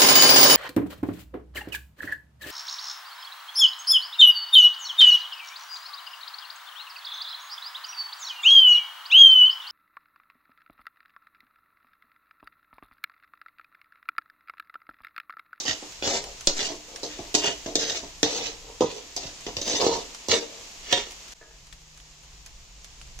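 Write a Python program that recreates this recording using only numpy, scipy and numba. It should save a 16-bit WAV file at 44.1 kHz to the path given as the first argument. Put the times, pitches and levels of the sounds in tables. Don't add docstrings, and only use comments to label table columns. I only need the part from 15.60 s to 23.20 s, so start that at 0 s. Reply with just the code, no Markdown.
import sys
import numpy as np
from numba import njit
from scipy import signal
from scipy.fft import rfft, irfft
from scipy.io import wavfile
from scipy.ndimage import uniform_filter1d

SR = 44100
rng = np.random.default_rng(int(sys.argv[2]) if len(sys.argv) > 2 else 0)


def transcribe(signal):
    frames = np.atleast_2d(signal).T
    limited = np.clip(frames, -1, 1)
    pcm = np.round(limited * 32767).astype(np.int16)
    wavfile.write(sys.argv[1], SR, pcm)


def level_to_linear(level):
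    exponent = np.asarray(level, float) / 20
    return 10 ** exponent


N = 335160
TIME = np.arange(N) / SR

# start_s, edge_peak_db, middle_relative_db, bowl_relative_db
BLOWS = [(.001, -18, -17, -22), (0.0523, -26.5, -12, -7.5), (0.081, -17, -10, -10.5),
         (0.1118, -29, -8, -29), (0.2253, -40.5, -8, 5), (0.424, -28.5, 5, 0.5), (0.8721, 0, -15.5, -19.5),
         (0.9918, -18, -0.5, -14), (1.432, -20.5, -21, -9), (1.5871, -43, 2, 5),
         (1.7428, -11.5, -7.5, -15.5), (1.75, 0, -13, -18.5), (2.0606, -25, -6, -1),
         (2.155, -2.5, -18.5, -19.5), (2.2983, -16, -6, -23), (2.4309, -48, -13, 11),
         (2.6299, -3.5, -8, -13), (3.2077, -18.5, -9.5, 7), (3.2198, -24, -15, 10),
         (3.564, -12, -15, -24.5), (3.8653, -24.5, -1.5, -0.5), (3.9676, -15.5, -10, -14),
         (4.0143, -15, -19, -19), (4.2005, -32, 7, 8), (4.2653, -21, -11, 6), (4.2915, -26.5, -1, 8),
         (4.6848, -13, -20, -10), (4.7149, -11.5, 1.5, -22), (5.3261, -5, -4.5, -18.5)]
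# full_pressure_s, end_s, edge_hiss_db, middle_relative_db, bowl_relative_db
SCRAPES = [(0.07, 0.104, -31.5, 1, -11), (0.439, 0.561, -27.5, -4, -1.5), (0.667, 0.67, -45, -18, 2),
           (0.979, 1.069, -30.5, -4.5, -6), (1.109, 1.108, -45.5, -6, 10), (1.28, 1.386, -57.5, -19, 6.5),
           (1.44, 1.434, -37, -11, -5), (1.52, 1.555, -44.5, 0.5, -5), (1.589, 1.602, -50.5, -8, 15.5),
           (1.841, 1.876, -29.5, 2.5, 0.5), (2.085, 2.066, -47.5, -11, 15), (2.205, 2.369, -30.5, -5, -7.5),
           (2.44, 2.44, -64, -6, -1), (2.692, 2.865, -30, -4.5, -6.5), (3.043, 3.12, -61, -16, 9.5),
           (3.264, 3.375, -42, -1, 1), (3.625, 3.677, -41.5, -4, -2), (4.076, 4.18, -27, -7.5, -2.5),
           (4.22, 4.259, -25.5, -8, 4.5), (4.325, 4.365, -32.5, -8, 2), (4.711, 4.744, -24, -4, -2),
           (4.888, 4.992, -59, -22, 10), (5.326, 5.378, -29, 1.5, -7.5)]
# delay_s, share
REBOUNDS = [(0, 1), (.0012, 0.4), (.0029, 0.28), (.0052, .3)]
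# start_s, peak_db
CLINKS = [
    (.0805, -9),
    (.0945, -10),
    (.1105, -10),
    (.9918, -26),
    (1.86, -20),
    (2.2983, -14),
    (4.099, -17),
    (4.72, -18.5),
]
# start_s, peak_db
THUMPS = [
    (0.089, -31),
    (.47, -31),
    (1.599, -37),
    (2.638, -34.5),
    (3.651, -34),
    (3.97, -31.5),
    (4.69, -27.5),
    (5.329, -31),
]
# start_s, peak_db, centre_hz, left_minus_right_db
POPS = [(0.323, -34, 6360, -3.0), (0.6408, -26, 5430, -1.5), (0.8092, -27, 6300, -1),
        (1.3603, -24, 5420, -1), (3.8085, -34, 6160, -5), (4.5476, -26.5, 5750, 1), (5.5088, -32, 5630, -1),
        (5.5204, -31, 6200, 1), (5.682, -34, 5400, -1), (5.722, -31.5, 5600, -1),
        (6.0696, -39.5, 5900, -0.5), (6.127, -32.5, 3580, 6), (6.375, -37, 6300, 0),
        (6.4014, -40, 3400, -3), (6.6348, -39.5, 6600, 0), (6.8619, -30.5, 6400, -1),
        (7.245, -31, 6300, -1), (7.4144, -33.5, 2800, -1), (7.59, -28.5, 6250, 0)]
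# start_s, peak_db
JAR_TAPS = [
    (5.813, -37),
    (5.828, -36),
    (5.911, -42),
]

# mode_hz, level_db, t60_s
JAR_MODES = [(465, -1.5, .05), (640, -1, .04), (915, -2, .03), (1248, 0, .025), (1500, 3, .025),
             (1700, 4, .025)]
# mode_hz, level_db, t60_s
ROCKING_MODES = [(98, -10, .14), (135, -18, .08), (183, -12, .12), (225, -12, .07), (268, -5, .08),
                 (301, 0, .22), (338, -5, .12)]
# mode_hz, level_db, t60_s
BOWL_MODES = [(362, -8, .1), (395, -4, .12), (455, 0, .14), (500, -7, .1), (555, -8, .12), (600, -10, .15),
              (695, -7, .12), (785, -12, .11), (850, -14, .1), (925, -13, .11), (1010, -16, .1),
              (1110, -18, .1)]
# mode_hz, level_db, t60_s
BLADE_MODES = [(1895, -10, .3), (2864, -8, .2), (3252, -5, .18), (3682, 0, .22), (3965, -5, .12),
               (4425, -10, .14), (5104, -9, .14), (6180, -8, .12)]
# mode_hz, level_db, t60_s
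FREE_MODES = [(549, -3, .18), (721, -7, .16), (958, -11, .25), (1895, -12, .3), (2934, -12, .17),
              (3252, -2, .16), (3682, 0, .22)]

# frequency_hz, density_db
SHEET_SPECTRUM = [(650, -37), (1100, -13), (1490, -6), (1880, -3.5), (2330, -8), (2920, 0.5), (3300, -5.5),
                  (3450, 1.5), (4720, -3), (6310, 0.5), (7060, -8), (8260, -16), (9140, -29.5), (15100, 22),
                  (16000, -50)]
# frequency_hz, density_db
SIZZLE_SPECTRUM = [(120, -16), (200, -5.5), (410, -5.5), (560, -4), (603, -8.5), (686, 0), (738, -5),
                   (937, -2.5), (1480, -7), (2770, -1), (3720, -2.5), (6950, 0.5), (9160, -19.5),
                   (15100, -24), (16200, -38)]
# frequency_hz, density_db
RUMBLE_SPECTRUM = [(8.8, -38), (15, 2), (54, 3), (81, -16.5), (118, -7.5), (156, -18.5), (169, -10),
                   (180, -14), (260, -50), (340, -77), (570, -120)]
# time_s, level_db
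FRYING = [
    [(0, -42), (1.2, -45.5), (1.6, -43), (2.5, -45), (3.1, -46.5), (3.8, -44.5), (4.6, -43), (5.2, -44.5),
     (5.735, -45.5)],
    [(5.745, -54.5), (6.2, -52.5), (6.9, -51.5), (7.6, -51)],
]
# time_s, level_db
RUMBLE_COURSE = [(0, -52), (3.1, -50.5), (5.9, -58), (7.3, -50), (7.6, -47.5)]
# time_s, level_db
DRONE_COURSE = [(5.7, -80), (6.0, -60.5), (6.65, -61), (7.1, -76)]
# frequency_hz, likeness_0_to_1
COHERENCE = [(60, 0.94), (300, 0.98), (700, 0.38), (1500, 0.07), (6000, 0.11), (9000, 1), (15000, 0.7)]

# edge_db_per_s, middle_db_per_s, bowl_db_per_s, rocking_db_per_s
LIFT_DB_S = (230, 224, 190, 188)
# edge_db, middle_db, bowl_db, rocking_db
SKID_DB = (-20, -21, -14.5, -18)
# from_hz, top_hz, share_quiet, share_loud, side_share
TREBLE_KEPT = (8300, 15800, .5, .3, .8)

RISE_DB_S, SAG_DB_S = 296, 7
SKID_SHARE, SKID_DB_S = 0.68, 270
BLADE_SHARE, BLADE_DB = 0.65, -12
ROCK_SHARE, ROCK_DB = 0.99, -11
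ROCK_POWER, ROCK_BLOW_DB = 1.222, 1.5
STEADY_SHARE = 1.2
CHANGE_S, FADE_S, JOLT_S = 5.738, .02, .873


def spread(hz, table):
    f, v = np.transpose(table)
    return np.interp(np.log(np.maximum(hz, 1)), np.log(f), v)


def unit(x):
    return x / np.sqrt(np.mean(x ** 2))


def colour(x, table):
    return irfft(rfft(x) * level_to_linear(spread(np.arange(N // 2 + 1) * SR / N, table)), N)


def above(x, hz):
    return signal.sosfilt(signal.butter(2, hz, "high", fs=SR, output="sos"), x)


def below(x, hz):
    return signal.sosfilt(signal.butter(4, hz, fs=SR, output="sos"), x)


def walk(rate):
    k = int(SR / rate)
    held = np.repeat(rng.standard_normal(N // k + 1), k)
    return 1.314 * uniform_filter1d(uniform_filter1d(held, k), k)[:N]


def grit(rate, scatter_db):
    clicks = (rng.random(N) < rate / SR) * rng.standard_normal(N)
    return unit(clicks * level_to_linear(scatter_db * rng.exponential(size=N)))


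def stereo(source):
    c = np.clip(spread(np.arange(N // 2 + 1) * SR / N, COHERENCE), 0, 1)
    mid = rfft(source()) * np.sqrt(1 + c)
    side = rfft(source()) * np.sqrt(1 - c)
    return irfft(np.array([mid + side, mid - side]), N) / np.sqrt(2)


@njit(fastmath=True)
def ring(force, place, pole, shape, ports):
    out, count = np.zeros((2, len(force))), len(pole)
    a, b = pole.real.copy(), pole.imag.copy()
    re, im = np.zeros(count), np.zeros(count)
    for start in range(0, len(force), 128):
        push = shape[:, 3] + np.cos(shape[:, 0] + shape[:, 1] * place[start])
        side = ports[:, 1] * np.cos(shape[:, 2] + shape[:, 1] * place[start])
        mid, turned, straight = ports[:, 0].real.copy(), side.imag.copy(), side.real.copy()
        for i in range(start, min(start + 128, len(force))):
            m, s, f = 0., 0., force[i]
            for k in range(count):
                x = re[k] * a[k] - im[k] * b[k] + push[k] * f + 1e-18
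                y = re[k] * b[k] + im[k] * a[k]
                re[k], im[k] = x, y
                m += mid[k] * y
                s += straight[k] * y + turned[k] * x
            out[0, i], out[1, i] = m + s, m - s
    return out


def body(hz, db, t60, blows, scrape, place, always=0.):
    pole = np.exp(2j * np.pi * hz / SR - np.log(1000) / (t60 * SR))
    place_power = 1 + 2 * always ** 2
    gain = level_to_linear(db) / np.sqrt(np.sum(level_to_linear(2 * db)) * place_power)
    steady = np.sqrt(np.sum(gain ** 2 / (1 - abs(pole) ** 2)) * place_power / 4)
    turn = 2 * np.pi * rng.random((len(hz), 4))
    alike = np.clip(spread(hz, COHERENCE), 0, 1)
    mid, side = np.sqrt((1 + alike) / 2), np.sqrt(1 - alike) * np.exp(1j * turn[:, 3])
    ports = gain[:, None] * np.column_stack([mid, side])
    wavenumber = (.5 + turn[:, 1] / (2 * np.pi)) * np.sqrt(hz / 500)
    shape = np.column_stack([turn[:, 0], wavenumber, turn[:, 2], always + 0 * hz])
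    return ring(blows + scrape / steady, place, pole, shape, ports)


def thicket(lo_hz, hi_hz, t60, count, table):
    chance = rng.random((count, 2))
    hz = lo_hz + (hi_hz - lo_hz) * (np.arange(count) + chance[:, 0]) / count
    decay = t60 * (.5 + chance[:, 1])
    return hz, spread(hz, table) - 10 * np.log10(decay), decay


def strikes(db, push_s, s=np.array(BLOWS)[:, 0], chatter=((0, 1),)):
    x = np.zeros(N)
    x[(s * SR).astype(int)] = level_to_linear(db)
    push = np.hanning(int(push_s * SR) + 3)
    first = np.convolve(x, push / push.sum())[:N]
    return sum(share * np.roll(first, int(late_s * SR)) for late_s, share in chatter)


def sizzle():
    rows = np.concatenate(FRYING)
    fry = stereo(lambda: unit(colour(rng.standard_normal(N) + .4 * grit(1500, 1.5), SIZZLE_SPECTRUM)))
    return fry * level_to_linear(np.interp(TIME, *rows.T) + .5 * walk(11))


def rumble():
    low = stereo(lambda: unit(colour(rng.standard_normal(N), RUMBLE_SPECTRUM)))
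    low = low * level_to_linear(np.interp(TIME, *np.transpose(RUMBLE_COURSE)) + 3.7 * walk(3.35))
    drone = np.sin(2 * np.pi * np.cumsum(153 * (1 + 0.0077 * walk(4))) / SR)
    return low + drone * level_to_linear(np.interp(TIME, *np.transpose(DRONE_COURSE)) + 1.1 * walk(13))


def pressure(part, stroke_db, blow_db):
    t, landings = TIME[::32], np.array(BLOWS)[:, 0]
    late = t - landings[:, None]
    skid_db = SKID_SHARE * blow_db[:, None] + SKID_DB[part] - SKID_DB_S * abs(late)
    power = np.sum(level_to_linear(2 * skid_db) * (late > 0), axis=0)
    for (full_s, end_s), db in zip(np.array(SCRAPES)[:, :2], stroke_db):
        fall = RISE_DB_S * np.maximum(full_s - t, 0) + SAG_DB_S * np.maximum(t - full_s, 0)
        fall = fall + LIFT_DB_S[part] * np.maximum(t - end_s, 0)
        landed = t > landings[landings < full_s].max()
        power = power + level_to_linear(2 * (db - fall)) * landed
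    return np.interp(TIME, t, np.sqrt(power))


def rocking(blow_db, scrape, place):
    thump_s, thump_db = np.transpose(THUMPS)
    thumps = strikes(thump_db + 14, push_s=0.007, s=thump_s)
    blows = above(strikes(blow_db, push_s=0.00072), 270) + thumps
    return body(*np.transpose(ROCKING_MODES), blows, scrape, place, 2 * STEADY_SHARE)


def rasp(db, edge, bumps):
    tick_s = 0.0028
    tick = level_to_linear(-33) * signal.lfilter([1], [1, -np.exp(-1 / (tick_s * SR))], strikes(db, push_s=0))
    hiss = stereo(lambda: above(above(rng.standard_normal(N), 5300), 5300))
    return hiss * (level_to_linear(-24.5) * edge + tick) * bumps


def spatula():
    _, db, middle_db, bowl_db = np.transpose(BLOWS)
    blade_db = BLADE_SHARE * middle_db + BLADE_DB
    rock_db = ROCK_POWER * (db + bowl_db) + ROCK_BLOW_DB
    hiss_db, sheet_db, flat_db = np.transpose(SCRAPES)[2:]
    place = 3.0 * TIME + 1.527 * walk(5)
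    bumps = level_to_linear(1.17 * walk(70))
    fine = bumps * grit(5000, 0.95)
    coarse = bumps * grit(1200, 1.4)
    edge = pressure(0, hiss_db, db)
    middle = pressure(1, hiss_db + sheet_db, db + middle_db)
    bowl = pressure(2, hiss_db + flat_db, db + bowl_db)
    deep = pressure(3, hiss_db + ROCK_SHARE * flat_db + ROCK_DB, rock_db)

    modes = thicket(3603, 9224, 0.017, count=80, table=SHEET_SPECTRUM)
    crack = body(*modes, strikes(db, push_s=0, chatter=REBOUNDS), level_to_linear(-1) * edge * fine, place)
    modes = thicket(3600, 8600, 0.071, count=120, table=SHEET_SPECTRUM)
    sheet = body(*modes, strikes(db - 60, push_s=0, chatter=REBOUNDS), level_to_linear(-4.0) * edge * fine, place)
    modes = thicket(1109.0, 3590, 0.028, count=70, table=SHEET_SPECTRUM)
    mids = body(*modes, strikes(db + middle_db, push_s=0, chatter=REBOUNDS), middle * fine, place)
    blows = strikes(db + bowl_db + 1.0, push_s=0.00072)
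    lows = body(*np.transpose(BOWL_MODES), blows, level_to_linear(-8.5) * bowl * coarse, 0.588 * place, STEADY_SHARE)
    modes = thicket(335.4, 1236, 0.091, count=26, table=np.array(BOWL_MODES)[:, :2])
    blows = strikes(db + bowl_db - 4.0, push_s=0.00027)
    knock = body(*modes, blows, level_to_linear(-1.5) * bowl * coarse, place, .5 * STEADY_SHARE)
    blows = strikes(db + blade_db, push_s=0)
    blade = body(*np.transpose(BLADE_MODES), blows, level_to_linear(-28) * edge * fine, 0.232 * place, STEADY_SHARE)
    rock = rocking(rock_db, deep * coarse, place)

    ring_out = above(above(crack + sheet + blade, 2550) + mids, 1070)
    ring_out = ring_out + above(below(lows + knock, 1170), 382) + above(above(rock, 81), 81)
    port = signal.butter(6, 8300, fs=SR, output="sos")
    ring_out = signal.sosfilt(port, ring_out) + level_to_linear(-49.5) * ring_out
    return (ring_out + rasp(db, edge, bumps)) * level_to_linear(np.array([[-.4], [.4]]))


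def clinks():
    (s, db), (hz, mode_db, t60) = np.transpose(CLINKS), np.transpose(BLADE_MODES)
    blows = strikes(db, push_s=.0001, s=s)
    return above(body(hz, mode_db / 2, .17 * t60, blows, 0, 3.04 * TIME, STEADY_SHARE), 2100)


def pops():
    out, t = np.zeros((2, N + 2000)), np.arange(2000) / SR
    band = signal.butter(2, [650, 7500], "band", fs=SR, output="sos")
    for s, db, hz, pan_db in POPS:
        puff = signal.sosfilt(band, rng.standard_normal((2, 2000))) * np.exp(-t / 0.0096)
        bubble = np.sin(2 * np.pi * hz * t) * np.exp(-t / 0.00067)
        gain = level_to_linear(db + np.array([[pan_db], [-pan_db]]) / 2)
        out[:, int(s * SR):][:, :2000] += gain * (1.19 * bubble + 0.53 * puff)
    return out[:, :N]


def jolt(db=-23, rise_s=0.0059, fall_s=0.085, swing_hz=5.0):
    t = np.maximum(TIME - JOLT_S, 0)
    return level_to_linear(db) * (np.exp(-t / fall_s) - np.exp(-t / rise_s)) * np.cos(2 * np.pi * swing_hz * t)


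def laid_down(db=-8):
    blow = strikes(db, push_s=.0001, s=np.array(BLOWS)[-1:, 0])
    return above(body(*np.transpose(FREE_MODES), blow, 0, TIME, 3 * STEADY_SHARE), 380)


def jar():
    s, db = np.transpose(JAR_TAPS)
    drag = level_to_linear(-52) * (TIME > s[0]) * np.exp(-np.abs(TIME - s[0]) / 0.095) * rng.standard_normal(N)
    taps = strikes(db, push_s=.0002, s=s)
    return above(body(*np.transpose(JAR_MODES), taps, drag, TIME, STEADY_SHARE), 330)


def scene():
    near = spatula() + pops() + jar() + laid_down()
    t = np.arange(int(.3 * SR)) / SR
    walls = rng.standard_normal((2, len(t))) * np.exp(-np.log(1000) * t / 0.75) * (t > .004)
    echo = signal.fftconvolve(near, walls, axes=1)[:, :N]
    return near + level_to_linear(-53.5) * echo + sizzle() + rumble() + jolt() + clinks()


def patchy_treble(x):
    pad, (lo_hz, hi_hz, quiet, loud, side_share) = 1024 - 136, TREBLE_KEPT
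    both = np.pad(np.array([x[0] + x[1], x[0] - x[1]]) / 2, ((0, 0), (pad, 0)))
    hz, _, z = signal.stft(both, SR, "cosine", 2048, 1024)
    db = 10 * np.log10(np.sum(abs(z[0]) ** 2, axis=0) + 1e-12)
    kept = np.interp(db, [-45, -30], [quiet, loud])
    luck = np.repeat(rng.random((205, z.shape[2] // 2 + 1)), 5, axis=0)
    luck = luck.repeat(2, axis=1)[:, :len(db)]
    treble = (hz > lo_hz)[:, None]
    for k, share in enumerate((kept, side_share * kept)):
        z[k] *= np.where(treble, (luck < share) / np.sqrt(share), 1)
    z[:, hz > hi_hz] = 0
    mid, side = signal.istft(z, SR, "cosine", 2048, 1024)[1][:, pad:pad + N]
    return np.array([mid + side, mid - side])


def band_limit(x):
    return signal.sosfilt(signal.butter(12, 16500, fs=SR, output="sos"), x)


def record(dry):
    fade = np.where(TIME < CHANGE_S, 1, np.clip(0.016 + (TIME - CHANGE_S) / FADE_S, 0, 1))
    mix = patchy_treble(np.clip(dry, -.95, .95)) * fade
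    return band_limit(mix)


dry = scene()
out = record(dry)
transcribe(out)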